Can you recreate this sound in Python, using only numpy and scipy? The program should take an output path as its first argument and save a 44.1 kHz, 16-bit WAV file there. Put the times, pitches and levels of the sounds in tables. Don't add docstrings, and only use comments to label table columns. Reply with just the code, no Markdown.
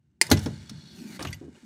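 import sys
import numpy as np
from scipy import signal
from scipy.fft import rfft, irfft, next_fast_len
from scipy.io import wavfile
from scipy.ndimage import map_coordinates

SR = 44100
rng = np.random.default_rng(int(sys.argv[2]) if len(sys.argv) > 2 else 0)


def transcribe(u):
    v = np.clip(np.atleast_2d(u).T, -1, 1)
    q = np.round(v * 32767).astype(np.int16)
    wavfile.write(sys.argv[1], SR, q)


N = 72765
T = np.arange(N) / SR

# frequency in Hz, relative level in dB.
STEEL_CRACK = [(120, -49), (200, -10), (380, -15.5), (647, -29), (933, -22), (1230, -27), (1590, -25.5),
               (2090, 1.5), (2420, -8.5), (3620, -20), (4950, -3.5), (5520, -14.5), (7540, -8), (9060, -10),
               (16000, -30)]


def latch():
    # start in seconds, level in dB, tilt in dB per octave, rise in seconds.
    clicks = [(0.2136, -8.5, 0, 0.00027), (0.2665, -35.5, -0.5, 0.00067), (1.572, -44.5, -17, 0.0024)]
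    # frequency in Hz, relative level in dB, T60 in seconds before added damping.
    modes = [(354, -11.5, 0.079), (897, -12, .06), (2090, 0.5, 0.046), (4420, -2.5, 0.049),
             (4623, -5.5, 0.05), (5014, 0.5, 0.04), (7030, -10.5, 0.05), (8300, -11.5, 0.036),
             (8720, -2, .024), (9250, -11, 0.077)]
    x = strikes(clicks, modes, STEEL_CRACK, ring_db=-2, crack_db=0, crack_t60=0.035, damping=1.3)
    return low_cut(x, hz=240)


def lock_head():
    # start in seconds, level in dB, tilt in dB per octave, rise in seconds.
    knocks = [(0.3108, -28, -4, 0.00041), (0.3145, -9.5, 0.5, 0.00015), (1.2481, -34.5, -0.5, 0.00075)]
    # frequency in Hz, relative level in dB, T60 in seconds before added damping.
    modes = [(2010, -7.5, 0.2), (4130, 3, 0.051), (4340, 0.5, 0.032), (6480, -1.5, 0.024),
             (9500, -20, 0.13), (10610, -6, 0.038), (11970, -9, 0.048)]
    # frequency in Hz, relative level in dB.
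    crack = [(180, -16), (300, 6), (420, -6.5), (700, -9), (1200, -22.5), (1450, -11.5), (2300, -18),
             (4200, -15.5), (5000, -20.5), (6700, -18.5), (9500, -33), (11500, -24), (16000, -40.5)]
    return strikes(knocks, modes, crack, ring_db=-2, crack_db=-0.5, crack_t60=0.078, damping=1.5)


def housing():
    # start in seconds, level in dB.
    clacks = [(.3122, -23.5), (0.3184, -21.5), (.461, -36)]
    # frequency in Hz, relative level in dB, T60 in seconds.
    modes = [(424, -3.5, 0.21), (593.8, 2, .12), (842, -5, .1), (1025, -4.5, .06), (1425, -3, .05),
             (1633, -3, .06)]
    return sum(delayed(amp(db) * ring(modes) * attack(0.0008), s) for s, db in clacks)


def thuds():
    # start in seconds, level in dB, band centre in Hz, width in octaves, T60 in seconds.
    blows = [(.291, -38, 403, 2, 0.23), (.3118, -20.5, 293, 1.05, 0.087), (.3115, -23.5, 1560, 0.36, 0.03),
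             (.459, -22.5, 225, 0.65, 0.13), (0.714, -37, 218, 0.24, 0.092), (.74, -35, 138, 0.21, .3),
             (1.211, -24.5, 348, 0.19, 0.048), (1.2502, -27.5, 1920, 2, 0.037),
             (1.412, -42, 329, 0.4, 0.32), (1.481, -39, 284, 0.34, 0.057), (1.629, -42, 218.5, 0.2, 0.16)]
    x = np.zeros(N)
    for s, db, centre, width, t60 in blows:
        band_db = lambda hz: -22 * np.log10(1 + (np.log2((hz + 1) / centre) / width) ** 2)
        treble_loss_db = lambda hz: 20 * np.log10(1 + (hz / 2200) ** 2)
        pad = noise(lambda hz: band_db(hz) - bass_loss_db(hz, 70) - treble_loss_db(hz))
        x += delayed(pad * amp(db - 60 * T / t60) * attack(0.0016), s)
    return x


def booms():
    # start in seconds, level in dB, tilt in dB per octave.
    blows = [(.316, -12.5, 3), (.464, -28, -5), (1.261, -44.5, 2), (1.322, -43.5, -5)]
    # frequency in Hz, relative level in dB, T60 in seconds.
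    modes = [(74.9, -2, 0.21), (96.44, -0.5, 0.45), (146.2, -9, 0.36), (213.4, -12.5, 0.65), (258, 1, 0.11),
             (320, -3.5, 0.14)]
    return sum(delayed(amp(db) * ring(modes, tilt) * attack(0.0015), s) for s, db, tilt in blows)


def tongue():
    # start in seconds, level in dB, tilt in dB per octave, rise in seconds.
    ticks = [(0.3008, -27, 8, 0.0011), (.371, -27.5, -4, 0.0023), (.391, -35, 2.5, .0005),
             (0.4581, -30, -2.5, 0.0028), (0.6947, -35, -2, 0.00068), (1.2258, -32.5, 3.5, .0005)]
    # frequency in Hz, relative level in dB, T60 in seconds before added damping.
    modes = [(3410, -6, 0.055), (4500, -5, .04), (5410, 0, 0.065), (6030, -2, .04), (9100, -6.5, .05)]
    # frequency in Hz, relative level in dB.
    crack = [(300, -14.5), (1500, -5.5), (2900, -3.5), (5700, 1), (7500, -6.5), (12800, -16.5),
             (16000, -23.5)]
    return strikes(ticks, modes, crack, ring_db=-3, crack_db=-1, crack_t60=0.04, damping=1.4)


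def bar():
    # start in seconds, level in dB, tilt in dB per octave, rise in seconds.
    clinks = [(1.3282, -28.5, -3.5, 0.0019)]
    # frequency in Hz, relative level in dB, T60 in seconds.
    modes = [(2000, -0.5, .05), (2390, -10, .035), (3415, -7, .04), (4600, -1, 0.042), (5700, -4, 0.032),
             (6250, -6, 0.039)]
    x = strikes(clinks, modes, STEEL_CRACK, ring_db=-1, crack_db=-2, crack_t60=0.036)
    return low_cut(x, hz=1100)


def keys(rise_s=0.00068, top_hz=13500):
    # start in seconds, level in dB, tilt in dB per octave.
    chinks = [(1.2708, -36, -1), (1.282, -43, 0), (1.304, -49, 27), (1.343, -47.5, 5.5),
              (1.553, -54.5, -14)]
    # frequency in Hz, relative level in dB, T60 in seconds.
    modes = [(2850, -0.5, 0.038), (6380, -2, 0.029), (12260, -11, 0.043)]
    # frequency in Hz, relative level in dB.
    crack = [(1500, -14), (2900, 3.5), (4300, -12), (6600, -9), (10500, -30), (12100, -8), (13000, -32)]
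    contacts = [(*chink, rise_s) for chink in chinks]
    x = strikes(contacts, modes, crack, ring_db=-0.5, crack_db=1.5, crack_t60=0.046)
    return filtered(x, lambda hz: 1 / (1 + (hz / top_hz) ** 20))


def strap(reflection_db=-8.5):
    # time in seconds, rub level in dB, hiss level in dB.
    slide = [(.2, -89.5, -105), (.23, -45.5, -48), (.3, -56, -55.5), (.37, -44, -75), (.44, -52, -46),
             (.53, -54.5, -80), (.68, -59.5, -76), (.8, -60.5, -78), (.93, -62.5, -64), (.98, -62.5, -56.5),
             (1.07, -60.5, -56.5), (1.165, -52, -50), (1.183, -59.5, -64), (1.31, -53.5, -63),
             (1.37, -63, -75.5), (1.51, -70, -88), (1.56, -61, -86), (1.65, -65, -74.5)]
    # frequency in Hz, relative level in dB.
    rub_spectrum = [(290, -45), (560, -10.5), (740, -17), (900, -4), (1160, -19.5), (1420, -5.5),
                    (2570, -13), (7980, -16.5), (16000, -43.5)]
    hiss_spectrum = [(400, -33), (586, -9), (880, -6.5), (1050, -16.5), (1380, -5.5), (2390, -11.5),
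                     (3060, -13), (4280, -7), (15100, -19), (16000, -35.5)]
    # centre in Hz, bandwidth in Hz, relative level in dB.
    steel_peaks = [(3410, 120, -4), (3860, 80, -6.5), (4325, 150, 0), (5820, 360, -10.5)]
    # time in seconds, level of the metallic ring in dB.
    steel_levels = [(.2, -120), (.3, -58.5), (.66, -60.5), (.8, -57), (.92, -55), (1.11, -65.5),
                    (1.168, -55), (1.2, -92)]
    # time in seconds, base delay of the seat's reflections in seconds.
    seat_delays = [(.95, 0.00031), (1.08, 0.00049), (1.17, .0005)]
    rub_db, hiss_db = curves(slide)
    steel_db, = curves(steel_levels)
    lag, = curves(seat_delays)
    rub = friction(rub_spectrum, grain_db=2, grain_rate=500)
    steel = resonate(friction(rub_spectrum, grain_db=2, grain_rate=230), steel_peaks)
    hiss = friction(hiss_spectrum, grain_db=2, grain_rate=440)
    echo = lambda trips: amp(trips * reflection_db) * map_coordinates(hiss, [(T - trips * lag) * SR])
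    swept_hiss = unit(hiss + echo(0.94) + echo(1.7))
    return amp(rub_db) * rub + amp(steel_db) * steel + amp(hiss_db) * swept_hiss


def scrape(start_s=1.192, rise_s=0.00039, hold_s=0.015, t60_s=0.3, level_db=-37.5):
    # frequency in Hz, relative level in dB.
    spectrum = [(180, -30), (350, 3.5), (620, 3.5), (1150, 1), (2000, -4), (2900, -8.5), (3500, -6),
                (6000, -19), (9000, -16), (16000, -40)]
    t = T - start_s
    envelope = np.clip(t / rise_s, 0, 1) * amp(-60 * np.maximum(t - hold_s, 0) / t60_s)
    return amp(level_db) * envelope * friction(spectrum, grain_db=2.5, grain_rate=1100)


def hollow(start_width_hz=69):
    # time in seconds, centre in Hz, level in dB.
    glide = [(.8, 2767, -100), (.96, 2696, -66), (1.09, 2374, -60), (1.135, 2080, -59.5),
             (1.172, 2000, -50), (1.195, 1990, -100)]
    hz, db = curves(glide)
    band = resonate(rng.standard_normal(N), [(hz[0], start_width_hz, 0)])
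    position = np.cumsum(hz / hz[0])
    return amp(db) * map_coordinates(band, [position], mode="mirror")


def seat():
    # time in seconds, drag level in dB, rumble level in dB.
    levels = [(0, -78, -65), (.19, -70.5, -73), (.24, -59, -49.5), (.3, -86, -45.5), (.35, -36, -20),
              (.43, -48.5, -39), (.51, -40.5, -33.5), (.57, -55.5, -48.5), (.68, -55, -49.5),
              (.77, -61.5, -46), (.86, -52.5, -56.5), (.95, -51.5, -59), (1.04, -39, -62),
              (1.18, -46.5, -53), (1.28, -44.5, -36), (1.38, -64, -50), (1.5, -51.5, -49),
              (1.59, -64.5, -69.5)]
    # frequency in Hz, relative level in dB.
    drag_spectrum = [(59, -49.5), (135, -22), (164, -3.5), (220, -1.5), (386, -12.5), (473, -33),
                     (900, -30), (1300, -70)]
    rumble_spectrum = [(20, -37.5), (45, -31), (70, -2), (150, 1), (220, -17), (500, -36.5), (8000, -70.5)]
    drag_db, rumble_db = curves(levels)
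    edge_loss_db = lambda hz: 10 * np.log10((1 + (hz / 900) ** 6) * (1 + (90 / (hz + 1)) ** 6))
    drag = noise(lambda hz: along(drag_spectrum, hz) - edge_loss_db(hz))
    rumble = noise(lambda hz: along(rumble_spectrum, hz))
    return amp(drag_db) * drag + amp(rumble_db) * rumble


def trim(x, count=9, level_db=-9):
    lags_s = rng.uniform(0.001, 0.008, count)
    near = sum((-1) ** k * delayed(x, lag) for k, lag in enumerate(lags_s)) / np.sqrt(count)
    return (x + amp(level_db) * near) / np.sqrt(1 + amp(level_db) ** 2)


def cabin(x, level_db=-19.5):
    # frequency in Hz, T60 in seconds.
    decay_times = [(200, 0.6), (1500, 0.2), (6000, 0.11), (14000, 0.12)]
    hz, t, spectra = signal.stft(rng.standard_normal(SR // 3), SR, nperseg=256)
    decay = amp(-60 * t / along(decay_times, hz)[:, None])
    tail = signal.istft(spectra * decay, SR, nperseg=256)[1]
    return amp(level_db) * signal.fftconvolve(delayed(x, 0.004), tail / np.linalg.norm(tail))[:N]


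def background(level_db=-76.5):
    # frequency in Hz, relative level in dB.
    spectrum = [(15, -54.5), (53, -2), (123, 3), (624, -24), (7710, -47)]
    return amp(level_db) * noise(lambda hz: along(spectrum, hz))


def strikes(contacts, modes, crack, ring_db, crack_db, crack_t60, damping=1):
    x = np.zeros(N)
    for s, db, tilt, rise_s in contacts:
        slope_db = lambda hz: tilt * np.log2(hz / 1000 + 0.5)
        burst = noise(lambda hz: along(crack, hz) + slope_db(hz) - bass_loss_db(hz, 200))
        body = amp(ring_db) * ring(modes, tilt, damping) + amp(crack_db - 60 * T / crack_t60) * burst
        x += delayed(amp(db) * body * attack(rise_s), s)
    return x


def ring(modes, tilt=0, damping=1):
    hz, db, t60 = np.transpose(modes)[:, :, None]
    t = T[:SR // 2]
    gain = amp(db + tilt * np.log2(hz)) * (-1) ** np.arange(len(hz))[:, None]
    x = np.sum(gain * amp(-60 * t * damping / t60) * np.sin(2 * np.pi * hz * t), axis=0)
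    return np.pad(x, (0, N - len(t))) / np.sqrt(np.sum(gain ** 2) / 2)


def friction(spectrum, grain_db, grain_rate):
    knots = rng.standard_normal
    white = knots(N)
    grain = map_coordinates(knots(int(N * grain_rate / SR) + 4), [T * grain_rate])
    slips = white * amp(grain_db * grain)
    return unit(filtered(slips, lambda hz: amp(along(spectrum, hz)) / np.sqrt(1 + (300 / (hz + 1)) ** 6)))


def resonate(x, peaks):
    def response(hz):
        return sum((-1) ** k * amp(db) * 1j * hz * width / (centre ** 2 - hz ** 2 + 1j * hz * width)
                   for k, (centre, width, db) in enumerate(peaks))
    return unit(filtered(x, response))


def noise(level_db):
    return unit(filtered(rng.standard_normal(N), lambda hz: amp(level_db(hz))))


def filtered(x, response):
    size = next_fast_len(N + 8192)
    return irfft(rfft(x, size) * response(np.fft.rfftfreq(size, 1 / SR)), size)[:N]


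def low_cut(x, hz):
    return signal.sosfilt(signal.butter(2, hz, "high", fs=SR, output="sos"), x)


def bass_loss_db(hz, corner_hz):
    return 10 * np.log10(1 + (corner_hz / (hz + 1)) ** 4)


def attack(rise_s):
    return 1 - np.exp(-T / rise_s)


def delayed(x, s):
    return np.pad(x, (round(s * SR), 0))[:N]


def along(points, hz):
    knots_hz, values = np.transpose(points)
    return np.interp(np.log(hz + 1), np.log(knots_hz + 1), values)


def curves(rows):
    times, *columns = np.transpose(rows)
    return [np.interp(T, times, column) for column in columns]


def amp(db):
    return 10 ** (np.asarray(db) / 20)


def unit(x):
    return x / np.sqrt(np.mean(x ** 2) + 1e-20)


def scene():
    hits = latch() + lock_head() + housing() + bar() + tongue() + keys() + thuds()
    floor = background()
    return (hits + cabin(hits) + booms() + trim(strap() + scrape()) + hollow() + seat() + floor)[None]


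def record(dry):
    top_hz, edge_hz = 15900, 300
    return filtered(dry[0], lambda hz: np.clip((top_hz - hz) / edge_hz + 0.5, 0, 1))[None]


dry = scene()
out = record(dry)
transcribe(out)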